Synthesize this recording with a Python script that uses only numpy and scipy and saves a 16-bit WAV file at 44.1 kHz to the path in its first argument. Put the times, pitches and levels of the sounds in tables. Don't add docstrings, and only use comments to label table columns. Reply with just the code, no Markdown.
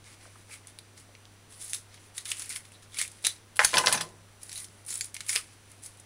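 import sys
import numpy as np
from scipy import signal
from scipy.fft import rfft, irfft
from scipy.io import wavfile
from scipy.ndimage import uniform_filter1d

SR = 44100
rng = np.random.default_rng(int(sys.argv[2]) if len(sys.argv) > 2 else 0)


def gain_from_decibels(decibels):
    exponent = np.asarray(decibels, float) / 20
    return 10 ** exponent


def wav_record(signal):
    frames = np.transpose(np.atleast_2d(signal))
    bounded = np.clip(frames, -1, 1)
    quanta = np.round(bounded * 32767).astype(np.int16)
    wavfile.write(sys.argv[1], SR, quanta)


N = 266805

# f/Hz, width/Hz, level/dB
CRACK_PEAKS = [(5740, 3220, -8), (7560, 2000, -2), (9880, 1760, -1)]
# f/Hz, level/dB, time to fall 60 dB/s
HANDLE_MODES = [(740, -13, .04), (884, 0.5, 0.062), (1014, -7, 0.092), (1170, 2, 0.038), (1530, 3, 0.028),
                (1770, 13.5, 0.013), (2050, 10, 0.022), (2440, 9.5, 0.024)]
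# f/Hz, level/dB, time to fall 60 dB/s
EDGE_MODES = [(7830, 0, 0.029), (10260, 10, 0.017)]


def level(x, db):
    return x * gain_from_decibels(db) / np.sqrt(np.mean(x ** 2))


def band(x, lo_hz, hi_hz, order=2):
    return signal.sosfilt(signal.butter(order, [lo_hz, hi_hz], "band", fs=SR, output="sos"), x)


def resonator(hz, width_hz):
    r = np.exp(-np.pi * width_hz / SR)
    poles = [1, -2 * r * np.cos(2 * np.pi * hz / SR), r * r]
    return np.array([1, 0, -1]) * (1 - r * r) / 2, poles


def body(x, peaks):
    out = 0
    for k, (hz, width_hz, db) in enumerate(peaks):
        out = out + (-1) ** k * gain_from_decibels(db) * signal.lfilter(*resonator(hz, width_hz), x)
    return out


def sweep(x, hz, sharp):
    out, state, size = np.zeros(N), np.zeros(2), 256
    for at in range(0, N, size):
        zeros, poles = resonator(hz[at], hz[at] / sharp)
        out[at:at + size], state = signal.lfilter(zeros, poles, x[at:at + size], zi=state)
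    return out


def ring(x, modes, scatter_db=6.0):
    out = 0
    for hz, db, t60 in modes:
        actual_hz = hz * (1 + 0.016 * rng.standard_normal())
        pole = np.exp(2j * np.pi * actual_hz / SR - np.log(1000) / (t60 * SR))
        strength = gain_from_decibels(db + scatter_db * rng.standard_normal())
        out = out + strength * signal.lfilter([1], [1, -pole], x).imag
    return out * x.std() / out.std()


def grains(rate, spread_db, smooth_db):
    when, size, noise = rng.random(N), rng.exponential(size=N), rng.standard_normal(N)
    ticks = (when < rate / SR) * gain_from_decibels(spread_db * np.minimum(size, 3.2)) * np.sign(noise)
    return level(level(ticks, 0) + level(rng.standard_normal(N), smooth_db), 0)


def blows(rows, voices, tick, ragged_db=3.5):
    span = 3072
    out, t = np.zeros(N + span), np.arange(span) / SR
    for s, db, rel_a, rel_b, t60, *hz in rows:
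        unevenness = np.repeat(rng.standard_normal(span // 32), 32) * np.minimum(t / 0.0041, 1)
        ragged = rng.standard_normal(span) * gain_from_decibels(ragged_db * unevenness)
        burst = ragged * np.exp(-np.log(1000) * t / np.clip(t60, .003, .08))
        burst *= 1 + 0.56 * np.exp(-t / 0.0021)
        burst[0] += tick
        at = int(s * SR)
        for voice, part_db in zip(voices, (db, db + rel_a, db + rel_b)):
            sound = voice(burst, *hz)
            out[at:at + span] += sound * gain_from_decibels(part_db) / np.abs(sound).max()
    return out[:N]


def singing(rows, sharp):
    damping_hz, strike = 134, 7.4
    out, t = np.zeros(N + SR), np.arange(4410) / SR
    for s, length, db, hz in rows:
        unevenness = np.repeat(rng.standard_normal(len(t) // 45), 45)
        ticks = rng.standard_normal(len(t)) * gain_from_decibels(2.3 * unevenness)
        ticks[10] += strike
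        fade = gain_from_decibels(-6 * t / length - 1400 * np.maximum(t - length, 0))
        shape = np.minimum(t / 0.00046, 1) * fade
        peak = [(hz, hz / sharp + damping_hz, 0)]
        note = body(body(ticks * shape, peak), peak)
        at = int(s * SR)
        out[at:at + len(t)] += level(note, db) * np.sqrt(length / t[-1])
    return out[:N]


def background():
    # f/Hz, level/dB
    hiss_colour = np.array([(20, -5), (60, -6), (150, -7), (330, -8.5), (600, -12), (1500, -14.5),
                            (2100, -15.5), (4000, -19), (7000, -23), (9800, -19), (11000, -25)])
    hum_hz, whine_hz = 99.9, 5910
    hiss_db, hum_db, whine_db = -56.5, -58.5, -73
    t, hz = np.arange(N) / SR, np.fft.rfftfreq(N, 1 / SR) + 1
    shape_db = np.interp(np.log(hz), np.log(hiss_colour[:, 0]), hiss_colour[:, 1])
    hiss = irfft(rfft(rng.standard_normal(N)) * gain_from_decibels(shape_db), N)
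    waver = level(band(rng.standard_normal(N), hum_hz - 4, hum_hz + 4), -17.5)
    hum = np.sqrt(2) * np.sin(2 * np.pi * hum_hz * t) + waver
    whine = np.sin(2 * np.pi * whine_hz * t)
    return level(hiss, hiss_db) + level(hum, hum_db) + level(whine, whine_db)


def pulls():
    # peak t/s, crackle level/dB, build-up per 30 dB/s, skin relative level/dB, flap f/Hz
    rips = [(0.536, -42, 0.08, -6, 2200), (.68, -49.5, 0, -6.5, 3290), (2.829, -55, -0.36, -1, 3500),
            (1.74, -31, 0, -12.5, 3980), (1.95, -57.5, .11, 1, 3700), (2.182, -39.5, -0.04, -8, 3500),
            (2.257, -37, -0.03, -3.5, 3730), (2.319, -37.5, 0.04, -3, 2750), (2.397, -42.5, 0, -3, 3450),
            (2.502, -34.5, -0.0141, -7.5, 2280), (2.568, -40, 0.21, -7, 2060),
            (3.018, -30, 0.1043, -7, 3360), (3.266, -30, 0.0435, -7, 3850),
            (4.585, -38.5, 0.12, -11.5, 3830), (4.64, -46, 0.36, -13, 4500), (5.015, -46, -0.08, -8, 3400),
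            (5.092, -59, 0.5, -10, 4000), (5.363, -31.5, 0.0653, -3, 2440), (5.724, -57, 0.16, -6, 2590),
            (5.303, -29.5, 0.05, -11.5, 2530), (6.006, -59.5, 1, -8, 2990)]
    # start t/s, length/s, crackle level/dB, skin relative level/dB, flap f/Hz
    drags = [(0.06, 0.079, -54.5, -1.5, 2080), (0.21, 0.06, -56.5, -2, 2190),
             (0.304, 0.12, -59.5, -6.5, 2490), (0.976, 0.025, -54, -4.5, 4600),
             (1.508, 0.15, -50.5, -12.5, 3500), (4.422, 0.11, -49.5, -12, 3850),
             (5.836, 0.027, -43.5, -15, 4600), (1.606, 0.15, -42.5, -15, 4000),
             (2.003, 0.07, -57, -8, 2800), (2.159, .025, -46.5, -6.5, 3400), (2.283, 0.022, -38, -10, 3000),
             (2.37, 0.033, -41, -9.5, 2790), (2.726, 0.022, -57, -6, 3480),
             (4.958, 0.093, -43.5, -12.5, 3700), (2.412, 0.035, -42.5, -8.5, 2760),
             (2.643, 0.045, -59, -7, 2880), (3.105, .13, -56.5, -6, 3400), (3.308, 0.061, -56.5, -1, 3800),
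             (4.7, 0.11, -60, -8, 2760), (4.888, 0.061, -36.5, -12.5, 4000), (5.172, 0.16, -53, -5, 3000),
             (5.33, 0.031, -33, -13, 2500), (5.44, 0.1, -58.5, -3, 2600)]
    drag_attack_s, build_curve, release_db_per_s = 0.027, 1.33, 337
    t = np.arange(0, N + 64, 64) / SR
    rows = [(s, 0, db, rise, *rest) for s, db, rise, *rest in rips]
    rows += [(s, hold, db, drag_attack_s, *rest) for s, hold, db, *rest in drags]
    s, hold, db, rise, skin_db, flap_hz = np.array(rows).T[:, :, None]
    early, late = np.maximum(s - t, 0), np.maximum(t - s - hold, 0)
    build_db = 30 * (early / np.maximum(rise, .005)) ** build_curve
    power = gain_from_decibels(np.maximum(db - build_db - release_db_per_s * late, -150)) ** 2
    total = power.sum(0)
    crackle_db = 10 * np.log10(total)
    skin_share_db = (power * skin_db).sum(0) / total
    flap_pitch_hz = (power * flap_hz).sum(0) / total
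    return [np.interp(np.arange(N) / SR, t, c) for c in (crackle_db, skin_share_db, flap_pitch_hz)]


def tearing():
    # f/Hz, width/Hz, level/dB
    skin_peaks = [(2210, 860, -4.5), (1080, 550, -11.5), (3700, 3700, -6), (5720, 2830, -1)]
    crackle_db, skin_db, flap_hz = pulls()
    fibres = grains(rate=3000., spread_db=4.0, smooth_db=-6.0)
    coarse = fibres + grains(rate=1300.0, spread_db=4.5, smooth_db=-7.5)
    patch_hz = np.repeat(4500 + 5500 * rng.random(N // 1024 + 1), 1024)[:N]
    bright = level(body(fibres, CRACK_PEAKS), -1.3) + level(sweep(fibres, patch_hz, 4.8), -13.0)
    skin = level(body(coarse, skin_peaks), 0.57) + level(sweep(coarse, flap_hz, 4.5), -7.5)
    return gain_from_decibels(crackle_db - 1.5) * (bright + gain_from_decibels(skin_db) * skin)


def snaps():
    # t/s, crack level/dB, flap relative level/dB, 60 dB fall/s
    thick_snaps = [(.0418, -46, 1, 0.034), (4.685, -47, 3, .02), (.535, -45, 6, .05),
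                   (.976, -40, -4.5, 0.031), (1.1506, -54, 13, .023), (1.943, -38.5, -2.5, 0.043),
                   (2.148, -43, -12, .02), (2.3165, -21, -1, 0.028), (2.3693, -33, -14, .023),
                   (2.4204, -29.5, -2, 0.046), (2.5603, -23, -0.5, 0.022), (2.6517, -42, -1, 0.039),
                   (2.944, -32, -3, 0.051), (2.9697, -36, 1, 0.018), (3.015, -14, -3, 0.0088),
                   (3.025, -22, -1, 0.026), (4.905, -27, -9, 0.02), (4.926, -36.5, 7, 0.025),
                   (5.009, -17.5, -7.5, 0.021), (5.1432, -24.5, -16, 0.045), (5.1659, -28.5, 2.5, 0.029),
                   (5.2058, -26, -1.5, 0.038), (5.151, -41.5, 10.5, .02), (5.265, -29.5, -11, 0.023),
                   (5.33, -20.5, -4, .02), (5.2923, -16.5, -5.5, 0.061), (5.3602, -11.5, -7, 0.012),
                   (5.8605, -30, -17, 0.05)]
    # t/s, crack level/dB, flap relative level/dB, 60 dB fall/s
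    thin_snaps = [(.671, -31.5, -21, 0.033), (.7877, -31, -5, 0.024), (1.2541, -46.5, 7, 0.0058),
                  (1.5237, -43, -3, .02), (1.614, -34, -13, 0.037), (1.6798, -31, -18, .02),
                  (1.7332, -17, -6, 0.011), (1.7455, -24.5, -3.5, 0.023), (2.1795, -21, -6.5, 0.025),
                  (2.2545, -25.5, -5, 0.03), (2.2893, -32, -5.5, 0.045), (2.395, -21.5, -23, .022),
                  (2.527, -30.5, 1.5, 0.013), (2.824, -46, -1, 0.05), (2.9868, -19, -7, 0.062),
                  (3.0779, -28.5, -12, .023), (3.242, -25.5, -2.5, 0.055), (3.248, -15, 0.5, 0.059),
                  (3.2682, -7, -4, 0.017), (3.276, -35, 8, 0.09), (4.0893, -43, -3, 0.022),
                  (4.4938, -33, 0.5, 0.022), (4.5164, -31.5, -4, 0.04), (4.5284, -26, -10, 0.047),
                  (4.557, -32.5, -4, 0.018), (4.6438, -29, -12, 0.042), (5.3557, -16.5, -4, .012)]
    # t/s, crack level/dB
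    dry_ticks = [(1.624, -28), (1.6427, -32), (1.696, -29), (2.4929, -24), (2.7195, -44), (2.922, -49),
                 (3.116, -34.5), (3.226, -36), (4.431, -29), (4.5765, -25), (4.601, -31), (4.8496, -41),
                 (4.864, -32), (4.882, -35), (4.9406, -26), (4.9552, -20.5), (4.989, -29), (5.044, -24.5),
                 (5.2868, -24), (5.7158, -37.5), (5.8365, -33), (5.9725, -45), (5.998, -36.5), (1.663, -36),
                 (4.462, -42), (4.978, -28), (5.35, -24), (2.567, -25.5), (2.302, -27), (2.458, -31.5),
                 (2.249, -38), (2.262, -32), (5.25, -42), (3.037, -31)]
    thick_hz, thin_hz, flap_width = 2200, 3800, .12
    flesh_db, tick_flap_db, tick_t60_s = -45, -37, 0.03

    def crack(x, hz):
        return body(x, CRACK_PEAKS)

    def flap(x, hz):
        return body(x, [(hz, flap_width * hz, 0)]) + .5 * band(x, 1960, 5740)

    def flesh(x, hz):
        return band(x, 250, 1600)

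    rows = [(s, db, flap_db, flesh_db, t60, thick_hz) for s, db, flap_db, t60 in thick_snaps]
    rows += [(s, db, flap_db, flesh_db, t60, thin_hz) for s, db, flap_db, t60 in thin_snaps]
    rows += [(s, db, tick_flap_db, flesh_db, tick_t60_s, thin_hz) for s, db in dry_ticks]
    return blows(rows, (crack, flap, flesh), tick=2.4)


def singing_strips():
    strips = [(.068, 0.018, -60, 2050), (.215, .03, -64, 2050), (.51, .05, -52, 2240),
              (1.612, 0.021, -45, 9300), (1.613, .025, -57, 3500), (1.645, 0.003, -37, 9500),
              (1.70, 0.033, -45.5, 10200), (1.70, 0.025, -52, 6300), (2.168, .01, -42, 9550),
              (2.185, 0.0094, -48, 3940), (2.29, 0.006, -42, 6100), (2.315, .005, -31, 8300),
              (2.742, 0.02, -57, 3800), (2.325, 0.02, -54, 2860), (2.421, .004, -34, 10000),
              (2.493, 0.021, -40.5, 8950), (2.503, 0.017, -45, 2180), (2.555, 0.021, -40.5, 10100),
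              (2.968, .012, -43.5, 2330), (2.985, 0.015, -41, 4330), (3.0, 0.0078, -39, 2070),
              (3.014, 0.0036, -27, 8260), (2.92, .025, -55, 3500), (3.045, 0.01, -44, 2370),
              (3.25, 0.06, -39, 3800), (3.248, .012, -34, 7000), (4.51, 0.025, -51, 5600),
              (4.555, 0.031, -46.5, 4096), (4.55, 0.083, -45, 9700), (4.595, 0.027, -56, 1980),
              (4.643, 0.006, -48, 5400), (4.863, .07, -45.5, 9400), (4.885, .04, -51, 5300),
              (4.902, 0.027, -41, 7200), (4.973, 0.008, -39, 9500), (5.009, 0.011, -33, 7240),
              (5.054, .006, -40, 9350), (5.293, .006, -31, 6750), (5.292, 0.012, -37, 5200),
              (5.30, 0.083, -37, 9440), (5.326, 0.014, -43, 2100), (5.361, 0.008, -36.5, 2420),
              (5.362, 0.011, -36, 5130), (5.374, 0.0035, -38, 2800), (5.37, 0.033, -49, 1160),
              (3.267, .004, -20, 10500), (.788, 0.0089, -55, 3900), (5.009, .006, -32, 4700),
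              (1.15, .004, -54, 2520), (5.356, 0.016, -50, 400)]
    return singing(strips, sharp=8.2)


def finger_pats():
    # t/s, level/dB, f/Hz
    pats = [
        (0.254, -49, 1360),
        (0.259, -47, 610),
        (0.356, -45, 990),
        (0.275, -50, 650),
        (0.541, -46, 1400),
        (0.649, -48, 2050),
        (1.089, -50, 740),
        (1.9765, -44.5, 2600),
    ]
    rows = [(s, db, 0, 0, .03, hz) for s, db, hz in pats]
    return blows(rows, [lambda x, hz: band(x, 0.81 * hz, 1.23 * hz)], tick=1.9)


def clicks():
    # t/s, peak level/dB, f/Hz, length/cycles
    contacts = [(0.7879, -30, 3700, 2.5), (.7935, -38, 9500, 5), (2.7195, -43, 2700, 4),
                (.2545, -46, 1200, 3), (.358, -42, 1250, 3), (3.0148, -17, 7450, 3), (1.7333, -14, 8500, 3),
                (2.318, -14, 2900, 2.5), (4.6015, -29, 10500, 6), (3.5924, -1, 1940, 2.3),
                (3.6022, -17, 1600, 2.5), (3.6483, -7.5, 4300, 3.9), (3.7405, -12, 2600, 1.5),
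                (3.7703, -6, 3570, 2), (3.7835, -10.5, 2800, 4), (3.8707, -6.5, 4300, 3),
                (3.8725, -15, 1550, 3.7), (3.9255, -17, 4100, 5), (4.9408, -25, 8000, 6),
                (4.956, -20, 7600, 5.5), (4.9738, -25, 9400, 8), (4.9786, -24, 9500, 8),
                (5.0096, -22.5, 2140, 4.3), (5.2948, -23, 2130, 4), (5.3257, -24, 5000, 2),
                (5.3556, -17, 2310, 2.5), (5.3599, -11, 2400, 2.8), (5.3602, -13.5, 4920, 5.2),
                (5.3662, -18, 3430, 5.6), (5.3748, -25, 2300, 3.3)]
    out, t = np.zeros(N + SR), np.arange(1024) / SR
    for s, db, hz, cycles in contacts:
        age = 4 * hz * t / np.clip(cycles, 1, 20)
        swell = age * np.exp(-age)
        push = band(np.sin(2 * np.pi * hz * t) * swell, .6 * hz, min(2 * hz, 12000))
        at = int(s * SR)
        out[at:at + len(t)] += gain_from_decibels(db) * push / np.abs(push).max()
    return out[:N]


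def flesh_thuds():
    # t/s, level/dB
    deep_cracks = [(.497, -42), (1.7332, -51), (2.9868, -40.5), (3.2425, -35), (3.255, -35), (3.2682, -34),
                   (4.9089, -45.5), (5.3555, -34.5), (5.36, -33), (2.316, -44), (3.014, -54)]
    rows = [(s, db, 0, 0, .022) for s, db in deep_cracks]
    return blows(rows, [lambda x: band(x, 250, 1600)], tick=2.4)


def knife_blows():
    # f/Hz, level/dB, time to fall 60 dB/s
    blade_modes = [(2880, 2, 0.013), (3480, -3, 0.018), (4600, -36, 0.017), (5300, -11, 0.013),
                   (6140, -1, 0.017)]
    # t/s, handle level/dB, blade relative level/dB, edge relative level/dB, 60 dB fall/s
    knocks = [(3.558, -47, 9, 15, .04), (3.5615, -41.5, 9, 12, .03), (3.568, -44, 15, 19, 0.048),
              (3.5925, -11.5, -2.5, -18, 0.055), (3.597, -22, -15, -33, .02), (3.616, -13, -20, -16, 0.05),
              (3.6465, -16.5, 10, 13, 0.018), (3.6485, -19, 10, 16.5, 0.032), (3.655, -32, 10, 10, 0.055),
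              (3.733, -22, -5, -15, 0.061), (3.7409, -14, -2.5, -17, 0.058), (3.772, -19, -10, -28, 0.045),
              (3.78, -20, 10, 9, 0.055), (3.7835, -24, 13, 14.5, 0.047), (3.796, -19.5, -6, -8, 0.034),
              (3.838, -22.5, -10, -20, 0.079), (3.8605, -26.5, 13.5, 15, 0.057),
              (3.871, -10, 7.5, -20, 0.03), (4.006, -21.5, -7, -30, 0.045), (4.013, -28, 1, 5, 0.043)]
    # t/s, handle level/dB, blade relative level/dB, edge relative level/dB
    skids = [
        (3.635, -20, -8, -10),
        (3.88, -15, 2, -1.5),
        (3.918, -22, 2, -13),
        (3.9256, -20.5, 8, 11.5),
        (3.944, -19, -29, -22),
        (3.9758, -22.5, 3, -2),
        (4.0096, -26, 8.5, 7.5),
    ]
    # t/s, handle level/dB, blade relative level/dB, edge relative
    # level/dB, 60 dB fall/s
    more_knocks = [
        (3.771, -24, 15, 6, 0.025),
        (3.5935, -10.5, -10, -8, 0.012),
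        (3.8708, -16, 7, -4, 0.01),
        (3.9257, -27, 15, 6, .008),
        (3.602, -12, -15, -20, 0.018),
        (3.812, -27, -8, -18, 0.022),
        (3.948, -22, 4, -15, 0.05),
    ]
    skid_t60_s, blade_ring = .083, .12

    def handle(x):
        return band(0.21 * ring(x, HANDLE_MODES) + band(x, 1030, 2700, order=1), 586, 3530, order=3)

    def blade(x):
        return band(blade_ring * ring(x, blade_modes) + x, 2850, 6140)

    def edge(x):
        return band(blade_ring * ring(x, EDGE_MODES) + x, 7370, 11600)

    rows = knocks + [(*row, skid_t60_s) for row in skids] + more_knocks
    return blows(rows, (handle, blade, edge), tick=6.4, ragged_db=2.0)


def knife_shivers():
    shivers = [(3.593, 0.003, -20, 2300), (3.594, 0.008, -28, 1600), (3.593, 0.028, -35, 830),
               (3.61, 0.015, -37, 2110), (3.634, 0.015, -33, 9600), (3.647, 0.0041, -20.5, 1550),
               (3.648, 0.0032, -17.5, 6100), (3.652, 0.012, -26.5, 10100), (3.77, 0.0075, -24.5, 1580),
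               (3.786, 0.004, -25, 2700), (3.78, 0.017, -34.5, 1150), (3.86, 0.0053, -28, 5950),
               (3.878, 0.008, -36, 10000), (3.877, 0.022, -31.5, 1530), (3.895, 0.025, -38, 9300),
               (3.915, 0.021, -36.5, 950), (3.926, 0.051, -37.5, 9500), (3.926, 0.026, -37, 6700),
               (3.95, .012, -34, 6160), (3.8, 0.022, -47, 7800), (3.84, 0.0078, -34, 1500),
               (3.928, 0.012, -35, 4400), (3.885, 0.02, -41, 7900), (3.74, .01, -31, 3300),
               (3.976, 0.0092, -39, 2500), (4.01, 0.011, -38, 7840), (4.05, .09, -58.5, 415),
               (4.03, 0.027, -55, 1160), (3.593, 0.029, -30.5, 1020), (3.593, 0.022, -35.5, 604),
               (3.733, 0.039, -36, 610), (3.93, 0.01, -34, 2000), (3.94, 0.017, -42, 154),
               (3.838, 0.008, -31, 930), (3.7705, .002, -27, 5000), (3.781, .006, -25, 5500),
               (3.86, .01, -40, 8000)]
    return singing(shivers, sharp=9)


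def knife_chatter():
    # t/s, level/dB
    chatter_levels = [(3.595, -32), (3.64, -30.5), (3.67, -34.5), (3.725, -37), (3.755, -28.5),
                      (3.8, -34.5), (3.83, -38.5), (3.855, -38), (3.883, -34), (3.915, -40.5), (3.955, -38),
                      (3.995, -46), (4.025, -47), (4.1, -61.5), (4.25, -77)]
    handle_down_s, rock_db = 3.732, 2
    boom_db, boom_follow, boom_t60_s = -44.5, 0.6, 0.14
    t = np.arange(N) / SR
    s, db = np.transpose(chatter_levels)
    inside = (t > s[0]) & (t <= s[-1])
    mute_db = 90 * (1 - uniform_filter1d(1. * inside, size=100))
    scrape_db = np.interp(t, s, db) - mute_db
    lifted_db = np.where(t < handle_down_s, -22, 0)
    handle_db = scrape_db + rock_db + lifted_db
    counter_db = boom_db + boom_follow * (scrape_db + 33.0 + lifted_db)

    contact = grains(rate=1500., spread_db=2.5, smooth_db=-33)
    rocking = level(band(0.31 * ring(contact, HANDLE_MODES) + contact, 383, 2040, order=3), 0)
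    edge = 0.24 * ring(contact, EDGE_MODES, scatter_db=0.0)
    scrape = level(band(edge + contact, 1350, 17000), 0)

    rumble = band(rng.standard_normal(N), 53, 560)
    boom = level(body(rumble, [(158, 35, 3.5), (337, 280, -6.0), (85, 76, -8.0)]), -4.5)
    keep = gain_from_decibels(-60 / (boom_t60_s * SR))
    lingering = signal.lfilter([1 - keep], [1, -keep], gain_from_decibels(counter_db))
    boom = boom * (0.94 * gain_from_decibels(counter_db) + lingering)
    return gain_from_decibels(handle_db) * rocking + gain_from_decibels(scrape_db) * scrape + boom


def low_swell():
    thump_s, thump_db, width_s = 3.648, -36, .003
    return gain_from_decibels(thump_db) * np.exp(-((np.arange(N) / SR - thump_s) / width_s) ** 2)


def room(x):
    t60_s, tail_db = 0.18, -11
    t = np.arange(SR // 2) / SR
    noise = rng.standard_normal(len(t)) * (t > .004)
    low = band(noise, 100, 3000, order=1)
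    tail = low * gain_from_decibels(-60 * t / t60_s) + (noise - low) * gain_from_decibels(-60 * t / (0.94 * t60_s))
    return signal.fftconvolve(x, tail * gain_from_decibels(tail_db) / np.sqrt(np.sum(tail ** 2)))[:N]


def scene():
    duck_db, duck_s = -23, 0.13
    fruit = tearing() + snaps() + singing_strips() + finger_pats() + flesh_thuds()
    knife = knife_blows() + knife_shivers() + knife_chatter() + low_swell()
    near = fruit + clicks() + knife
    keep = np.exp(-1 / (duck_s * SR))
    loudness = signal.lfilter([1 - keep], [1, -keep], np.abs(near))
    ducked = background() / (1 + (loudness / gain_from_decibels(duck_db)) ** 2)
    return (near + room(near) + ducked)[None]


def roll_off(x):
    return signal.sosfilt(signal.butter(12, 16800, fs=SR, output="sos"), x)


def record(dry):
    half_rate_hz, top_hz = 11760, 15780
    mirror_db, top_hiss_db = -16, -76
    rounded = 0.76 * np.tanh(dry[0] / 0.85)
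    spectrum, hz = rfft(rounded), np.fft.rfftfreq(N, 1 / SR)
    fold = int(half_rate_hz * N / SR)
    high_hz = hz[fold:]
    mirrored = np.conj(spectrum[fold:0:-1][:len(high_hz)])
    image = gain_from_decibels(mirror_db - 3.0 * (high_hz - 13500) / 1000) * mirrored
    converter_hiss = level(band(rng.standard_normal(N), 11000, 16500, order=3), top_hiss_db)
    image = image + rfft(converter_hiss)[fold:]
    image = image / (1 + np.exp((11950 - high_hz) / 60)) * np.where(high_hz < top_hz, 1, gain_from_decibels(-49))
    spectrum = spectrum / (1 + np.exp(np.minimum((hz - 11250) / 170, 50)))
    spectrum[fold:] += image
    return roll_off(irfft(spectrum, N)[None])


dry = scene()
out = record(dry)
wav_record(out)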